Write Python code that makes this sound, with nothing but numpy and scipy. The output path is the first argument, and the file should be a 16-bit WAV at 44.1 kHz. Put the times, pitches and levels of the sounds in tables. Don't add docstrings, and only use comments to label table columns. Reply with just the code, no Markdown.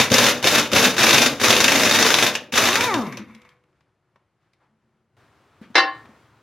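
import sys
import numpy as np
from scipy import signal
from scipy.fft import rfft, irfft, next_fast_len
from scipy.io import wavfile

SR = 44100
rng = np.random.default_rng(int(sys.argv[2]) if len(sys.argv) > 2 else 0)


def rack_gain(trim_db):
    fader = np.asarray(trim_db, float)
    return 10 ** (fader / 20)


def transcribe(signal):
    frames = np.atleast_2d(signal).T
    limited = np.clip(frames, -1, 1)
    pcm = np.round(limited * 32767).astype(np.int16)
    wavfile.write(sys.argv[1], SR, pcm)


N = 283122
BUSY = int(3.7 * SR)


def unit(x):
    return x / np.sqrt(np.mean(x ** 2) + 1e-20)


def along(points, hz):
    f, v = np.transpose(points)
    return np.interp(np.log(hz + 1), np.log(f + 1), v)


def curves(rows, size=BUSY):
    s, *columns = np.transpose(rows)
    return [np.interp(np.arange(size) / SR, s, column) for column in columns]


def wobble(rate, size=BUSY):
    knots = rng.standard_normal(int(size * rate // SR) + 2)
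    return np.interp(np.arange(size) * rate / SR, np.arange(len(knots)), knots)


def filtered(x, response):
    m = next_fast_len(x.shape[-1] + 8192)
    return irfft(rfft(x, m) * response(np.fft.rfftfreq(m, 1 / SR)), m)[..., :x.shape[-1]]


def modes(table):
    def response(f):
        total = 0
        for k, (c, w, db) in enumerate(table):
            total = total + (-1) ** k * rack_gain(db) * 1j * f * w / (c * c - f * f + 1j * f * w)
        return total
    return response


def band(x, hz, width):
    return filtered(x, lambda f: modes([(hz, width, 0)])(f) ** 2)


def coloured(spectrum, size=N):
    return unit(filtered(rng.standard_normal(size), lambda hz: rack_gain(along(spectrum, hz))))


def add(track, s, sound):
    part = track[round(s * SR):][:len(sound)]
    part += sound[:len(part)]


# (pressed [s], let go [s], air strength [dB], first gulp [dB])
PULLS = [
    (-.1, 0.019, 1.5, 0),
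    (0.102, 0.296, 2.5, 17.5),
    (0.427, 0.588, 2, 12.5),
    (.717, 0.875, 3, 11),
    (.966, 1.266, 2, 4),
    (1.399, 2.275, 1, 7),
    (2.523, 2.624, -1.5, 6.5),
]


def airflow(bleed, gulps=False):
    fill_s, shut_db = 0.045, -11
    surge_at_s, surge_s = 0.02, 0.012
    sag_db_per_s = 3
    t, out = np.arange(BUSY) / SR, np.full(BUSY, -120.)
    for s, off, db, gulp_db in PULLS:
        level = db + shut_db * np.clip(1 - (t - s) / fill_s, 0, 1)
        level = level + gulps * gulp_db * np.exp(-((t - s - surge_at_s) / surge_s) ** 2)
        level = level - sag_db_per_s * (np.clip(t, s, off) - s)
        level = level - bleed * np.clip(t - off, 0, None) * (s < PULLS[-1][0])
        out = np.maximum(out, np.where(t >= s, level, -120))
    return out


# (first blow [s], gap [s], blows [count])
STEADY_RUNS = [
    (1.1077, .0367, 4),
    (1.5654, .0384, 16),
    (2.1859, .0396, 3),
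]
# (time [s], peak level [dB])
STRAY_BLOWS = [(0.0136, -5), (0.1404, 0.5), (0.1826, -1), (0.2657, -5), (0.2852, -8), (0.4719, -0.5),
               (0.5572, -6.5), (0.582, -10.5), (0.7494, -10.5), (0.7634, -4.5), (0.7826, -5),
               (0.8421, -4.5), (1.0092, -4), (1.031, -3), (1.0656, -1), (1.0907, -2.5), (1.1293, -4.5),
               (1.161, -5), (1.2604, -3), (1.4357, -3), (1.483, -3), (1.5047, 0.5), (1.528, 0),
               (1.8945, -6), (2.048, -7), (2.3518, -6.5)]
# (time [s], peak level [dB])
FREEING_BLOWS = [
    (2.5568, -7),
    (2.576, 1),
    (2.6389, -8),
    (2.6548, -5),
    (2.6729, -9.5),
    (2.687, -4),
    (2.7297, -8),
    (2.7554, -2),
    (2.808, -7),
]
# (time [s], peak level [dB])
LOOSE_KNOCKS = [
    (2.941, -10.5),
    (3.0671, -32.5),
    (3.1242, -26),
    (3.1719, -21),
]


def blows():
    thump_db, rows = -21, []
    for s, off, db, gulp_db in PULLS[1:]:
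        rows.append((s, -20 + db, -11.5))
        rows.append((s + 0.0155, -7.5 + db, -14.5))
    for s, gap, count in STEADY_RUNS:
        rows += [(s + k * gap, -2 + 1.5 * rng.normal(), thump_db) for k in range(count)]
    rows += [(s, db, thump_db) for s, db in [*STRAY_BLOWS, *FREEING_BLOWS]]
    rows += [(s, db, -7.5) for s, db in LOOSE_KNOCKS]
    return sorted(rows)


# (frequency [Hz], width [Hz], level [dB])
STEEL = [(1640, 260, -5), (2422, 30, -3.5), (3660, 190, 5.5), (4160, 34, -16), (5430, 220, -22.5),
         (6230, 20, -2.5), (10300, 95, -13), (11600, 62, -22.5), (11800, 69, -18)]
# (frequency [Hz], level [dB per Hz])
CLATTER = [(180, -32.5), (300, -4), (2090, -3.5), (2590, -1.5), (3270, -6.5), (3610, -7.5), (4060, -7.5),
           (6460, -5.5), (8010, -17.5), (11700, -16.5), (15800, -23.5)]


def struck(x, body_db, ring_db):
    return filtered(x, lambda hz: rack_gain(body_db + along(CLATTER, hz)) + rack_gain(ring_db) * modes(STEEL)(hz))


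# (frequency [Hz], width [Hz], level [dB])
MUFFLER = [(110, 43, -4.5), (241.4, 40, 2), (510, 150, -4), (626, 57, -3.5)]
BRIGHT_SPOTS = [1300, 1620, 2400, 2620, 2620, 2790, 3740, 3650, 5800]


def hammer(hits):
    out, thump, t = np.zeros(BUSY), np.zeros(BUSY), np.arange(SR // 12) / SR
    shape = (rack_gain(-60 * t / 0.022) + rack_gain(-6.5 - 60 * t / 0.12)) * (1 - np.exp(-t / 0.000096))
    for s, db, thump_db in [(0.00039, -1.6, -5.0)] + hits:
        bright_hz = rng.choice(BRIGHT_SPOTS) if s > PULLS[1][0] else 3100
        burst = shape * rng.standard_normal(len(t))
        spot = filtered(burst, modes([(bright_hz, 0.25 * bright_hz, 0)]))
        add(out, s, rack_gain(db) * (rack_gain(-2.5) * burst + rack_gain(-1.0) * spot))
        add(thump, s, rack_gain(db + thump_db + 11.0) * burst)
    out = filtered(out, lambda hz: 1 / (1 + 1j * hz / 12000))
    return struck(out, body_db=0.0, ring_db=-10) + filtered(thump, modes(MUFFLER))


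# (time [s], vane rate [Hz], whine [dB], shaking under full air [dB])
VANES = [
    (2.56, 184.7, -43.5, -0.5),
    (2.62, 247.5, -34.5, 1.5),
    (2.8, 478.2, -33.5, -6),
    (2.858, 504, -30, -2.5),
    (2.894, 441.8, -27, -12),
    (2.998, 246.1, -26, -17),
    (3.102, 138.7, -41, -19.5),
    (3.23, 99.6, -45.5, -32),
    (3.52, 29.64, -100, -40.5),
]
# (frequency [Hz], level [dB])
WHINE = [(100, -11.5), (160, -3.5), (230, -0.5), (400, -4), (520, -7.5), (700, -8), (1000, 3), (1250, 0.5),
         (1500, -5.5), (2300, -2), (3500, -38)]
OVERTONES = [-1.5, -6, -4.5, -12.5, -8.5, -15]
# (frequency [Hz], level [dB per Hz])
HISS = [(2940, -30.5), (5000, -10.5), (6450, -8), (8090, -12.5), (12000, -1.5), (15800, -22.5)]
# (frequency [Hz], width [Hz], level [dB])
BEARINGS = [(1070, 210, 0), (2200, 320, 0), (2790, 15, -17), (3540, 67, -10), (5400, 58, -21),
            (5900, 52, -15.5)]
BLEED = {"rattle": 201.5, "chug": 124, "hiss": 262}


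def wrench(hits):
    t, starts = np.arange(BUSY) / SR, np.transpose(hits)[0]
    since = t - starts[np.maximum(np.searchsorted(starts, t) - 1, 0)]
    vane_hz, whine_db, shake_db = curves(VANES)
    shake_db = shake_db - 240 * np.clip(t - 3.52, 0, None)
    rattle_db = -16 + airflow(BLEED["rattle"]) + shake_db - 76.5 * np.clip(since, 0, .04)
    hiss_db = -34 + airflow(BLEED["hiss"]) + 1.2 * shake_db
    emptying_db = 250 * np.clip(t - 3.33, 0, None)
    chug_db = -27 + airflow(BLEED["chug"], gulps=True) + .4 * shake_db - emptying_db
    free = t > VANES[0][0]
    shut = np.clip((t - 2.95) / 0.17, 0, 1)

    rotor_hz = np.where(free, vane_hz, np.clip(90 + 7000 * since, 60, 300))
    turn = np.cumsum(rotor_hz * (1 + .009 * wobble(60))) / SR
    puffs = np.diff(np.floor(turn), prepend=0) * rack_gain(3 * wobble(200))
    gate = 1 + .5 * np.cos(2 * np.pi * turn)
    breath = .5 * unit(puffs) * ~free + gate * rng.standard_normal(BUSY)
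    chug = (1 - shut) * unit(filtered(breath, modes(MUFFLER))) + shut * unit(band(breath, hz=216, width=22))
    chug = unit(chug * rack_gain(1.6 * wobble(30)))

    over_db = 2 - 7 * np.clip((t - 2.88) / .1, 0, 1)
    whine = np.zeros(BUSY)
    for k, db in enumerate(OVERTONES, 1):
        tone_db = db + (k > 1) * over_db + along(WHINE, k * vane_hz) + 2.2 * wobble(25)
        whine += rack_gain(tone_db) * np.sin(2 * np.pi * k * turn)
    coasting = free * rack_gain(whine_db + 9.0 - 6.4 * np.clip((2.76 - t) / .1, 0, 1))

    knocks = (rng.random(BUSY) < 1500 / SR) * rng.standard_normal(BUSY)
    shake = (.5 * unit(knocks) + rng.standard_normal(BUSY)) * rack_gain(2.3 * wobble(90))
    rattle = (1 - shut) * unit(struck(shake, body_db=3.5, ring_db=-5.5))
    rattle = rattle + shut * unit(filtered(shake, modes(BEARINGS)))
    hiss = unit(gate * coloured(HISS, size=BUSY))
    air = rack_gain(rattle_db) * rattle + rack_gain(chug_db) * chug + rack_gain(hiss_db) * hiss
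    return air + coasting * whine


# (frequency [Hz], width [Hz], level [dB])
PIPE = [
    (495, 2, 0),
    (315, 6, -12),
]


def exhaust_pipe(tool):
    return filtered(tool, modes(PIPE))


# (frequency [Hz], level [dB per Hz])
EARLY_AIR = [(15, -40), (25, -15), (135, 2), (243, -14), (373, -5.5), (415, -12.5), (1420, -16.5),
             (3540, -29.5), (11500, -41.5), (15000, -57.5)]
# (frequency [Hz], level [dB per Hz])
LATER_AIR = [(15, -50), (25, -23), (112, 2), (191, -11.5), (301, -6), (515, -11.5), (1390, -11.5),
             (1540, -14.5), (15000, -41.5)]
# (time [s], level over the floor [dB], fall [dB per s])
STIRS = [
    (3.3, 15, 42),
    (5.2, 1.5, 13.5),
    (5.95, 7.5, 21),
]


def garage_air():
    t = np.arange(N) / SR
    later = t > 5.168
    stir = []
    for s, db, fall in STIRS:
        stir.append(np.clip(np.minimum(db - fall * (t - s), db + 150 * (t - s)), 0, None))
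    level_db = np.where(later, -59, -70) + np.max(stir, axis=0)
    air = [np.where(later, coloured(LATER_AIR), coloured(EARLY_AIR)) * rack_gain(1.5 * wobble(13.0, size=N))
           for port in "LR"]
    return rack_gain(level_db) * np.array(air)


def floor_scatter(near):
    z = signal.stft(near, nperseg=256)[2]
    return signal.istft(z * np.exp(2j * np.pi * rng.random(z.shape)), nperseg=256)[1][:N]


# (frequency [Hz], time to fall 60 dB [s])
WALLS = [
    (150, 0.47),
    (1000, 0.39),
    (4000, 0.27),
    (12000, 0.037),
]


def garage(x):
    out, step = np.zeros((2, N + SR)), SR // 3
    for start in range(0, N, step):
        hz, t, z = signal.stft(rng.standard_normal((2, SR // 2)), SR, nperseg=256)
        tail = signal.istft(z * rack_gain(-60 * t / along(WALLS, hz)[:, None]), SR, nperseg=256)[1]
        wet = signal.fftconvolve(x[None, start:start + step], tail / np.linalg.norm(tail[0]), axes=1)
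        out[:, start + 300:start + 300 + wet.shape[1]] += wet
    return out[:, :N]


# (time [s], peak level [dB], brightest [Hz], time to fall 60 dB [s])
TICKS = [(3.31, -57.5, 2190, 0.026), (3.349, -40, 2323, 0.035), (3.418, -44.5, 2200, 0.028),
         (3.45, -40, 1067, 0.032), (3.491, -46, 2200, 0.035), (3.638, -52, 1300, 0.028),
         (3.729, -55, 713, 0.035), (3.808, -54, 1580, 0.035), (4.089, -64, 537.4, 0.033),
         (4.159, -41, 719, 0.04), (4.429, -69.5, 1940, 0.035), (4.534, -56, 2310, 0.038),
         (6.054, -38, 1040, 0.061), (6.37, -52, 1182, 0.035)]
# (time [s], length [s], level [dB], frequency [Hz])
RUBS = [
    (3.74, 0.093, -73, 1500),
    (4.4, .12, -71.5, 1498),
    (4.6, 0.088, -59, 894),
    (5.2, 0.101, -62, 1200),
    (5.62, 0.054, -49, 1610),
]
# (time [s], peak level [dB], frequency [Hz])
THUDS = [
    (4.158, -61, 200),
    (5.614, -30.5, 220.4),
    (5.702, -36, 221.8),
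    (6.047, -47, 222.2),
    (6.091, -40, 227),
    (6.314, -53, 119),
]
# (time [s], length [s], level [dB], frequency [Hz])
SHELL_HUM = (4.67, .47, -71, 222)


def handling():
    out, t = np.zeros(N), np.arange(SR // 8) / SR
    for s, db, hz, t60 in TICKS:
        tick = rack_gain(-60 * t / t60) * rng.standard_normal(len(t))
        add(out, s, rack_gain(db + 5.0) * band(tick, hz, 1.4 * hz))
    for s, length, db, hz in RUBS:
        stroke = np.sin(np.pi * np.clip(t / length, 0, 1) ** .6) * rng.standard_normal(len(t))
        add(out, s, rack_gain(db + 8.0) * band(stroke, hz, 1.2 * hz))
    for s, db, hz in THUDS:
        puff = filtered(rng.standard_normal(len(t)), modes([(2.2 * hz, 0.58 * hz, 6)]))
        envelope = rack_gain(db - 60 * t / 0.085) * (1 - np.exp(-t / 0.00075))
        add(out, s, envelope * (np.sin(2 * np.pi * hz * t) + puff))
    s, length, db, hz = SHELL_HUM
    t = np.arange(round(length * SR)) / SR
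    swell = np.sin(np.pi * (t / length) ** .5) ** .7
    add(out, s, rack_gain(db) * swell * unit(band(rng.standard_normal(len(t)), hz, width=14)))
    return out


# (time [s], level [dB], ring [dB], bending modes [dB])
CLANK = [
    (5.745, -35, -5.5, -5),
    (5.7539, -7.5, -0.5, -14),
    (5.764, -10.5, -11, -6),
    (5.778, -11, 0.5, 4),
    (5.788, -15.5, -8, -2),
]
# (frequency [Hz], level [dB], time to fall 60 dB [s])
PULLER = [(320, -7, .12), (538, -19, .25), (781, -12, .25), (1066, -12, .4), (1136, -12, .27),
          (1351, -14, .22), (1459, -11, .17), (1550, -12, .18), (1717, -4, .27), (1830, -9, .33),
          (2073, -6, .1), (2261, -16, .27), (2708, -9, .22), (3025, -14, .22), (3634, -10, .17),
          (4032, -5, .14), (4377, -22, .2), (4581, -16, .24), (4974, -12, .1), (5351, -16, .13),
          (5916, -14, .1), (6185, -22, .13)]
# (frequency [Hz], level [dB per Hz])
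CRACK = [(88, -42.5), (150, -28.5), (337, -10.5), (1460, -8), (1600, -16), (1730, -4.5), (1950, -15.5),
         (4120, -15), (15000, -52.5)]
# (lowest [Hz], highest [Hz])
BENDING = (450, 1500)


def puller():
    out, t = np.zeros(N), np.arange(SR // 2) / SR
    rise = 1 - np.exp(-t / 0.00058)
    for s, db, ring_db, bend_db in CLANK:
        ring = np.zeros(len(t))
        for hz, level, t60 in PULLER:
            mode_db = level + bend_db * (BENDING[0] < hz < BENDING[1]) + rng.normal(0, 1.3)
            mode_db = mode_db + 4 * wobble(70, size=len(t)) - 60 * t / t60
            ring += rack_gain(mode_db) * np.sin(2 * np.pi * hz * t)
        crack = (rack_gain(-60 * t / 0.061) + rack_gain(-4.5 - 60 * t / 0.14)) * coloured(CRACK, size=len(t))
        add(out, s, rack_gain(db) * rise * (rack_gain(ring_db) * ring + rack_gain(-6) * crack))
    return filtered(out, lambda hz: (1j * hz / (230 + 1j * hz)) ** 4 / (1 + 1j * hz / 12000) ** 2)


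# (frequency [Hz], likeness [-1 to 1])
ALIKE = [(60, 0.94), (120, 0.98), (240, 0.99), (480, 0.98), (950, 0.97), (1890, 0.98), (3770, 0.9),
         (7520, 0.3), (15000, -0.1)]
# (frequency [Hz], level [dB])
TILT = [(60, 2.0), (180, 2.0), (550, 1.5), (1650, 1.0), (4970, 1.5), (15000, -0.5)]


def ports(pair):
    def spread(hz):
        angle = np.arccos(np.clip(along(ALIKE, hz), -1, 1)) / 2
        return np.array([np.cos(angle), np.sin(angle)])
    mid, side = filtered(pair, spread)
    halves = np.array([[.5], [-.5]])
    return filtered(np.array([mid + side, mid - side]), lambda hz: rack_gain(halves * along(TILT, hz)))


def scene():
    hits = blows()
    tool = np.pad(hammer(hits) + wrench(hits), (0, N - BUSY))
    near = tool + exhaust_pipe(tool) + handling() + puller()
    direct = np.array([near, rack_gain(2.5) * floor_scatter(near)])
    return ports(direct + rack_gain(-11.5) * garage(near) + garage_air())


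def roll_off(x):
    return signal.sosfilt(signal.butter(12, 15960, fs=SR, output="sos"), x)


def record(dry):
    level = dry / (1 + np.abs(dry) ** 8) ** (1 / 8)
    heard = filtered(level, lambda hz: (hz < 15960) * (1j * hz / (45 + 1j * hz)) ** 2)
    return roll_off(heard)


dry = scene()
out = record(dry)
transcribe(out)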